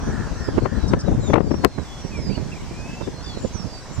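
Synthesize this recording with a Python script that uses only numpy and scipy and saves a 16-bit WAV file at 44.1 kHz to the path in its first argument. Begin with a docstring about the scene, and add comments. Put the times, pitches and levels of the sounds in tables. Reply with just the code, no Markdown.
"""Gusty wind buffets the two ports of a camera microphone under a small wind turbine: lumpy low noise and eddies.
The blades and the wind make a steady rush of shaped noise, with a mid-range roar that dies away.
Birds whistle and trill as gliding tones and chip as rasping ones; hoarse far calls are narrow noise.
One sharp bump overloads the left channel, and the gain control ducks after the hardest blows."""
import sys
import numpy as np
from scipy import signal
from scipy.fft import rfft, irfft
from scipy.io import wavfile
from scipy.ndimage import uniform_filter1d

SR = 44100
rng = np.random.default_rng(int(sys.argv[2]) if len(sys.argv) > 2 else 0)


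def store_wav(level_fs):
    """Save 16-bit WAV to argv[1]."""
    pcm = np.round(np.clip(np.atleast_2d(level_fs), -1, 1) * 32767)
    wavfile.write(sys.argv[1], SR, pcm.T.astype(np.int16))


N = 176400  # length in samples: 4 s

# colour of the low thump of turbulence: f/Hz, relative level per Hz/dB
THUMP_COLOUR = [(20, -84), (60, 0.5), (150, 1.5), (400, -.5), (620, -10), (1200, -37), (4000, -80)]
# colour of its brighter, tearing edge: f/Hz, relative level per Hz/dB
TEAR_COLOUR = [(200, -12), (500, 2.5), (900, 5), (1600, -7.5), (2600, -15.5), (5000, -39), (14000, -74)]
THUMP_S, TEAR_S = 0.0155, 0.012  # a burst falls to about 1/7 in this time
BIRD_LAG = 3  # samples by which the near birds reach the right port later


def amp(db):
    """Turns decibels into a plain gain."""
    return 10 ** (np.asarray(db) / 20)


def evened(x):
    """Scales a sound to an RMS (average strength) of 1."""
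    return x / np.sqrt(np.mean(x ** 2) + 1e-20)


def read(points, hz):
    """Reads a curve between its points on a log-frequency axis."""
    f, value = np.transpose(points)
    return np.interp(np.log(hz + 1), np.log(f + 1), value)


def level(points):
    """Turns a level curve into a gain for each sample."""
    times, db = np.transpose(points)
    return amp(np.interp(np.arange(N) / SR, times, db))


def add(mix, s, sound, pan_db=0, lag=0):
    """Adds a sound at time s, pan_db louder on the left; the right port gets it lag samples later."""
    at = round(s * SR)
    sides = amp([[pan_db / 2], [-pan_db / 2]])
    pair = np.array([sound, np.roll(sound, lag)])[:, max(-at, 0):]
    part = mix[:, max(at, 0):]
    size = min(pair.shape[1], part.shape[1])
    part[:, :size] += sides / np.linalg.norm(sides) * pair[:, :size]


def coloured(points, size):
    """Makes noise with the given spectrum."""
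    gain = amp(read(points, np.fft.rfftfreq(size, 1 / SR)))
    return evened(irfft(rfft(rng.standard_normal(size)) * gain, size))


def drift(rate_hz, size):
    """Makes smooth random motion, mostly slower than the given rate."""
    gain = 1 / (1 + (np.fft.rfftfreq(size, 1 / SR) / rate_hz) ** 4)
    return evened(irfft(rfft(rng.standard_normal(size)) * gain, size))


def phase(hz):
    """Adds up a changing pitch into the angle of a tone."""
    return 2 * np.pi * np.cumsum(hz) / SR


def fuzzy(hz, width_hz):
    """Makes a narrow band of noise that follows a pitch."""
    turn = phase(hz)
    cosine_part = drift(width_hz / 2, len(hz)) * np.cos(turn)
    sine_part = drift(width_hz / 2, len(hz)) * np.sin(turn)
    return evened(cosine_part + sine_part)


def progress(length):
    """Runs from 0 to 1 over a length of time in seconds."""
    return np.linspace(0, 1, max(round(length * SR), 2))


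def burst_clock():
    """Counts a tenth of a second, with time 0 in its middle."""
    return np.arange(SR // 10) / SR - 1 / 20


def puff(colour, fall_s, crackle_db=0):
    """A burst of turbulence rises fast and dies more slowly; it may break into crackles."""
    rise_share, crackle_hz = 0.6, 600  # rise time as a share of the fall; speed of the crackles
    t = burst_clock()
    shape = np.exp(-np.maximum(t, -t / rise_share) / fall_s * 2)
    crackle = amp(crackle_db * drift(crackle_hz, len(t)))
    burst = evened(shape * crackle * coloured(colour, len(t)))
    return burst * np.sqrt(2 * np.mean(shape ** 2))


def buffeting():
    """Turbulence presses on each port separately, as low noise whose strength is lumpy."""
    # strength of the buffeting at each port: t/s, level/dB
    left_port = [(0, -20), (0.4, -27), (0.6, -19), (0.74, -19.5), (0.95, -13.5), (1.03, -19), (1.11, -11.5),
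                 (1.24, -18.5), (1.56, -12.5), (1.68, -20), (1.74, -37.5), (2.4, -31), (2.64, -36.5),
                 (3.07, -30), (3.18, -46), (3.4, -32.5), (3.6, -43)]
    right_port = [(0, -27.5), (0.46, -30.5), (0.66, -24), (0.79, -35), (0.95, -14), (1.04, -29),
                  (1.13, -16.5), (1.32, -29.5), (1.55, -25), (1.7, -30.5), (1.8, -16.5), (1.88, -47),
                  (2.2, -22.5), (2.39, -16.5), (2.5, -32), (3.5, -33), (3.68, -23), (3.8, -49.5), (4, -20)]
    # colour of the buffeting: f/Hz, relative level per Hz/dB
    rumble_colour = [(12, -41), (30, -2), (55, 2.5), (120, 2.5), (220, -2), (400, -11), (800, -24.5),
                     (1600, -44), (5000, -73)]
    lump_db, lump_rate_hz = 4.5, 29.5
    ports = []
    for port in (left_port, right_port):
        lumps = amp(lump_db * np.clip(drift(lump_rate_hz, N), -2, 2))
        ports.append(level(port) * evened(coloured(rumble_colour, N) * lumps))
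    return np.array(ports)


def rush():
    """Blades and air make a steady patchy hiss of noise, plus a mid-range roar that dies away."""
    # colour of the hiss: f/Hz, relative level per Hz/dB
    hiss_colour = [(59, -0.5), (100, -3.5), (302, -13), (680, -12.5), (1030, -12.5), (1270, -19.5),
                   (1530, -18), (3600, -24.5), (5820, -19.5), (6320, -23), (7630, -26), (11300, -46),
                   (13700, -43.5), (14600, -64)]
    # how alike the hiss is in the two channels: f/Hz, likeness (0 to 1)
    likeness = [(100, 0.24), (500, 1), (1200, 0.93), (3000, 0.27), (6000, 0.053), (12000, 0.12)]
    # colour of the roar: f/Hz, relative level per Hz/dB
    roar_colour = [(200, -70), (500, 11.5), (1000, 15.5), (1600, 10.5), (2300, -5), (4000, -73.5)]
    # strength of the roar: t/s, level/dB
    roar_strength = [(0, -39), (.5, -45), (.8, -42.5), (1.25, -41.5), (1.7, -48), (2.2, -62), (4, -54)]
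    hiss_db, tilt_db, patch_db = -38.5, -0.24, 2.14  # the tilt is added left, taken off right

    frames, hz = N // 256 + 5, np.fft.rfftfreq(1024, 1 / SR)
    a, b, c, d, patches = rng.standard_normal((5, frames, 513))
    # smoothing over time, then over frequency, gives soft patches
    patches = uniform_filter1d(patches, size=12, axis=0)
    patches = evened(uniform_filter1d(patches, size=10, axis=1))
    same = np.clip(read(likeness, hz), -1, 1)
    left = a + 1j * b
    right = same * left + np.sqrt(1 - same ** 2) * (c + 1j * d)
    spectra = np.array([left, right]) * amp(read(hiss_colour, hz) + patch_db * patches)
    hiss = signal.istft(spectra.transpose(0, 2, 1), nperseg=1024, noverlap=768)[1]
    hiss = evened(hiss[:, :N])

    # each channel has its own roar plus a share common to both
    own_roar = np.array([coloured(roar_colour, N) for _ in range(2)])
    roar = evened(own_roar + coloured(roar_colour, N))
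    return amp(hiss_db) * amp([[tilt_db], [-tilt_db]]) * hiss + level(roar_strength) * roar


def whistle(hz):
    """A nearly pure tone swells, wavers a little in pitch and strength, and fades."""
    size = len(hz)
    waver, waver_hz = 0.006, 45  # waver as a share of the pitch, and its speed
    turn = phase(hz * (1 + waver * drift(waver_hz, size)))
    swell = np.hanning(size) ** 0.35
    return evened(np.sin(turn) * swell * amp(2.1 * drift(45, size)))


def whistles():
    """Near birds give thin whistles that glide smoothly through three pitches."""
    # whistles: t/s, length/s, first f/Hz, middle f/Hz, last f/Hz, level before trim/dB, left-right/dB
    whistle_list = [(0, 0.14, 5900, 5960, 5880, -50, -19), (0.36, 0.18, 5990, 5230, 4700, -48, -10),
                    (0.59, 0.09, 4520, 4360, 4230, -51, -5), (0.73, 0.25, 4050, 3880, 3560, -52, -2),
                    (1.05, 0.05, 4000, 3850, 3500, -50, -2), (1.19, 0.16, 4500, 3670, 3370, -47.5, -2.5),
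                    (1.19, 0.11, 7400, 7180, 6950, -47, 18), (1.18, 0.17, 7050, 6560, 4900, -49, 4),
                    (1.29, 0.09, 6900, 6050, 5450, -48.5, -15), (1.37, 0.17, 5330, 4850, 4500, -51, -12),
                    (1.57, 0.3, 4400, 4180, 3750, -51, -5), (1.49, 0.12, 5450, 5550, 5540, -44, -11),
                    (1.84, 0.19, 3520, 3400, 3430, -52, -1), (1.95, 0.17, 5720, 5720, 5550, -50, -9),
                    (2.14, 0.27, 5720, 4900, 4250, -44, -9), (2.11, 0.105, 2620, 2360, 2170, -44, -2),
                    (2.68, 0.39, 2270, 2580, 2680, -49, 0), (3.02, 0.06, 3780, 3550, 3680, -50, -6),
                    (3.13, 0.105, 4330, 4170, 4420, -51, -3), (3.24, 0.12, 3600, 3440, 3230, -47.5, 0),
                    (3.37, 0.13, 7200, 7150, 6780, -47.5, 12), (3.52, 0.13, 6350, 5680, 5280, -42.5, -16),
                    (3.65, 0.17, 5200, 4720, 4580, -47, -12), (3.92, 0.07, 7300, 7200, 6750, -48, 18)]
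    trim_db = 1
    out = np.zeros((2, N))
    for s, length, first, middle, last, db, pan_db in whistle_list:
        curve = np.polyfit([0, 0.5, 1], [first, middle, last], 2)
        glide = np.polyval(curve, progress(length))
        add(out, s, amp(db + trim_db) * np.sqrt(2) * whistle(glide), pan_db, BIRD_LAG)
    return out


def flock(count=70):
    """Many birds farther off give faint falling whistles at random times and places."""
    flock_db, low_hz, high_hz, most_fall = -58.5, 3306, 6350, 0.08  # fall as a share of the pitch
    out = np.zeros((2, N))
    for when, long, high, fall, side in rng.random((count, 5)):
        start_hz = low_hz + (high_hz - low_hz) * high
        u = progress(0.12 + 0.25 * long)
        add(out, when * N / SR, whistle(start_hz * (1 - most_fall * fall * u)), 20 * (side - 0.5))
    return amp(flock_db) * evened(out)


def caws():
    """Hoarse far calls, perhaps crows: two blurred partials rise and fall in one arch."""
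    # calls: t/s, length/s, top f/Hz, level/dB
    caw_list = [(.02, 0.3, 1760, -39), (0.33, .22, 1790, -40), (0.63, 0.2, 1810, -39),
                (0.89, 0.2, 1700, -41)]
    dip, width_hz = 0.24, 250  # the ends lie lower by this share of the top pitch
    lower_ratio, lower_db = 0.8, -3.5  # pitch and level of the lower partial beside the upper one
    out = np.zeros((2, N))
    for s, length, top_hz, db in caw_list:
        arch = abs(np.sin(np.pi * progress(length)))
        hz = top_hz * (1 - dip * (1 - arch) ** 2)
        voice = fuzzy(hz, width_hz) + amp(lower_db) * fuzzy(hz * lower_ratio, width_hz)
        add(out, s, amp(db) * np.sqrt(arch) * voice)
    return out


def eddies():
    """Single eddies hit mostly one port, each a low thump with a shorter, brighter tear at its peak."""
    # eddies: t/s, thump before trim/dB, tear before trim/dB, left-right/dB
    eddy_list = [(0.487, -11, -25, -28), (0.58, -4.5, -20, -35), (0.586, -15.5, -19.5, -26),
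                 (0.659, -8.5, -12, 28), (0.937, -4, -9.5, 26), (1.084, -5, -27.5, 32),
                 (1.302, -9, -23, 10), (1.340, 0.5, -3.5, 28), (1.359, 0, -4.5, 28), (1.369, -9, -13, 24),
                 (1.381, 1, -8, 23), (1.406, 0.5, -16, 36), (1.514, -5, -18, 24), (1.543, -7.5, -22, 30),
                 (1.787, -10.5, -22, -21), (2.051, -16, -40, -25), (2.380, -13.5, -29, -15),
                 (2.715, -21, -45, -18), (3.014, -17, -25.5, -26), (3.079, -14.5, -31, 31),
                 (3.373, -19, -37, -25), (3.449, -10, -34, -26)]
    thump_trim_db, tear_trim_db, crackle_db = -3.7, -2, 4.5
    out = np.zeros((2, N))
    for s, thump_db, tear_db, pan_db in eddy_list:
        thump = amp(thump_db + thump_trim_db) * puff(THUMP_COLOUR, THUMP_S)
        tear = amp(tear_db + tear_trim_db) * puff(TEAR_COLOUR, TEAR_S, crackle_db)
        add(out, s - 1 / 20, thump + tear, pan_db)
    return out


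def rasp(hz):
    """A tone rasps because its pitch is thrown about fast and unevenly."""
    swing_hz, rasp_hz = 480, 300
    return np.sin(phase(hz + swing_hz * drift(rasp_hz, len(hz))))


def chips():
    """Near birds give short harsh chips: two rasping tones that fall together."""
    # chips: t/s, length/s, f/Hz, level/dB
    chip_list = [(0.873, 0.036, 5320, -32.5), (0.984, .044, 5500, -29)]
    fall_share, upper_ratio, upper_db = 0.08, 1.42, -8  # the upper tone beside the main one
    out = np.zeros((2, N))
    for s, length, hz, db in chip_list:
        u = progress(length)
        fall = hz * (1 + fall_share * (0.5 - u))
        chip = rasp(fall) + amp(upper_db) * rasp(fall * upper_ratio)
        add(out, s, amp(db) * np.sqrt(2) * np.sin(np.pi * u) * chip, lag=BIRD_LAG)
    return out


def bump():
    """A bump on the microphone is a violent swing of pressure, mostly left, with a rattle and a low shake."""
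    bump_s, swing_hz, width_s, lag_s, shake_s = 1.648, 1160, 0.0008, 0.00583, 0.019
    swing_db, snap_db, rattle_db, shake_db = -0.5, -2, -8, -3
    snap_corner_hz = 2480  # the snap dulls above this
    out, t = np.zeros((2, N)), burst_clock()
    window = np.exp(-(t / width_s) ** 2)
    swing = amp(swing_db) * np.cos(2 * np.pi * swing_hz * t) * window
    pole = np.exp(-2 * np.pi * snap_corner_hz / SR)
    grit = evened(signal.lfilter([1, 1], [1, -pole], rng.standard_normal(len(t))))
    snap = amp(snap_db) * grit * window
    rattle = amp(rattle_db) * puff(TEAR_COLOUR, TEAR_S)
    add(out, bump_s - 1 / 20, swing + snap + rattle, pan_db=44)
    # the low after-shake peaks a little later
    add(out, bump_s + lag_s - 1 / 20, amp(shake_db) * puff(THUMP_COLOUR, shake_s), pan_db=47)
    return out


def trills():
    """Near birds trill: pitch and loudness rise and fall together in a row of small arches."""
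    # trills: t/s, length/s, first top f/Hz, last top f/Hz, arches per second/Hz, starting depth/Hz,
    # swell from start to end/dB, level/dB
    trill_list = [(2.289, 0.08, 2150, 2950, 37, 650, 4, -42.5),
                  (2.509, 0.12, 2900, 2250, 25, 800, -11, -44),
                  (3.222, 0.19, 5450, 4150, 57.5, 1000, -9, -41)]
    narrowing = 0.496  # share of its depth that a trill loses by its end
    settle = 1.9  # how early in a trill its pitch settles (1 = an even slide)
    out = np.zeros((2, N))
    for s, length, first, last, rate, depth, swell_db, db in trill_list:
        u = progress(length)
        arch = abs(np.sin(np.pi * rate * length * u))
        top = last + (first - last) * (1 - u) ** settle
        hz = top - depth * (1 - narrowing * u) * (1 - arch)
        fade = np.minimum(1, 10 * np.minimum(u, 1 - u))
        loudness = amp(db + swell_db * (u - 0.5)) * 2 * arch * fade
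        add(out, s, loudness * np.sin(phase(hz)), lag=BIRD_LAG)
    return out


def outdoors(x):
    """Trees and ground scatter the sound into a thin noisy tail that dies away."""
    echo_db, t60_s = -14, 0.45  # the tail falls 60 dB in t60_s
    t = np.arange(SR // 2) / SR
    tail = rng.standard_normal((2, len(t))) * amp(-60 * t / t60_s)
    tail = tail / np.linalg.norm(tail[0])
    echo = signal.fftconvolve(x.mean(0)[None], tail, axes=1)[:, :N]
    return x + amp(echo_db) * echo


def scene():
    """Wind on the microphone sounds over the turbine's rush and the calls, which alone get the scatter."""
    wind = buffeting() + rush() + eddies() + bump()
    calls = whistles() + flock() + caws() + chips() + trills()
    return wind + outdoors(calls)


def record(dry):
    """Gain control ducks both channels after hard blows; overload clips; then the top is cut off."""
    limit_db, grip_s, recover_db_per_s = -10.5, 0.017, 95
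    squeeze = 0.47  # dB of ducking for each dB held over the limit
    edge_hz = 16295
    over_db = np.maximum(20 * np.log10(abs(dry).max(0) + 1e-9) - limit_db, 0)
    # hold each peak and let it sink at a steady rate
    fall = np.arange(N) * recover_db_per_s / SR
    held_db = np.maximum.accumulate(over_db + fall) - fall
    # the gain takes a moment to follow, so a sharp blow gets through first
    r = np.exp(-1 / (grip_s * SR))
    duck_db = squeeze * signal.lfilter([1 - r], [1, -r], held_db)
    clipped = np.clip(dry * amp(-duck_db), -1, 1)
    low_pass = signal.firwin(511, edge_hz, window=("kaiser", 9), fs=SR)
    return signal.oaconvolve(clipped, low_pass[None], "same")


dry = scene()
out = record(dry)
store_wav(out)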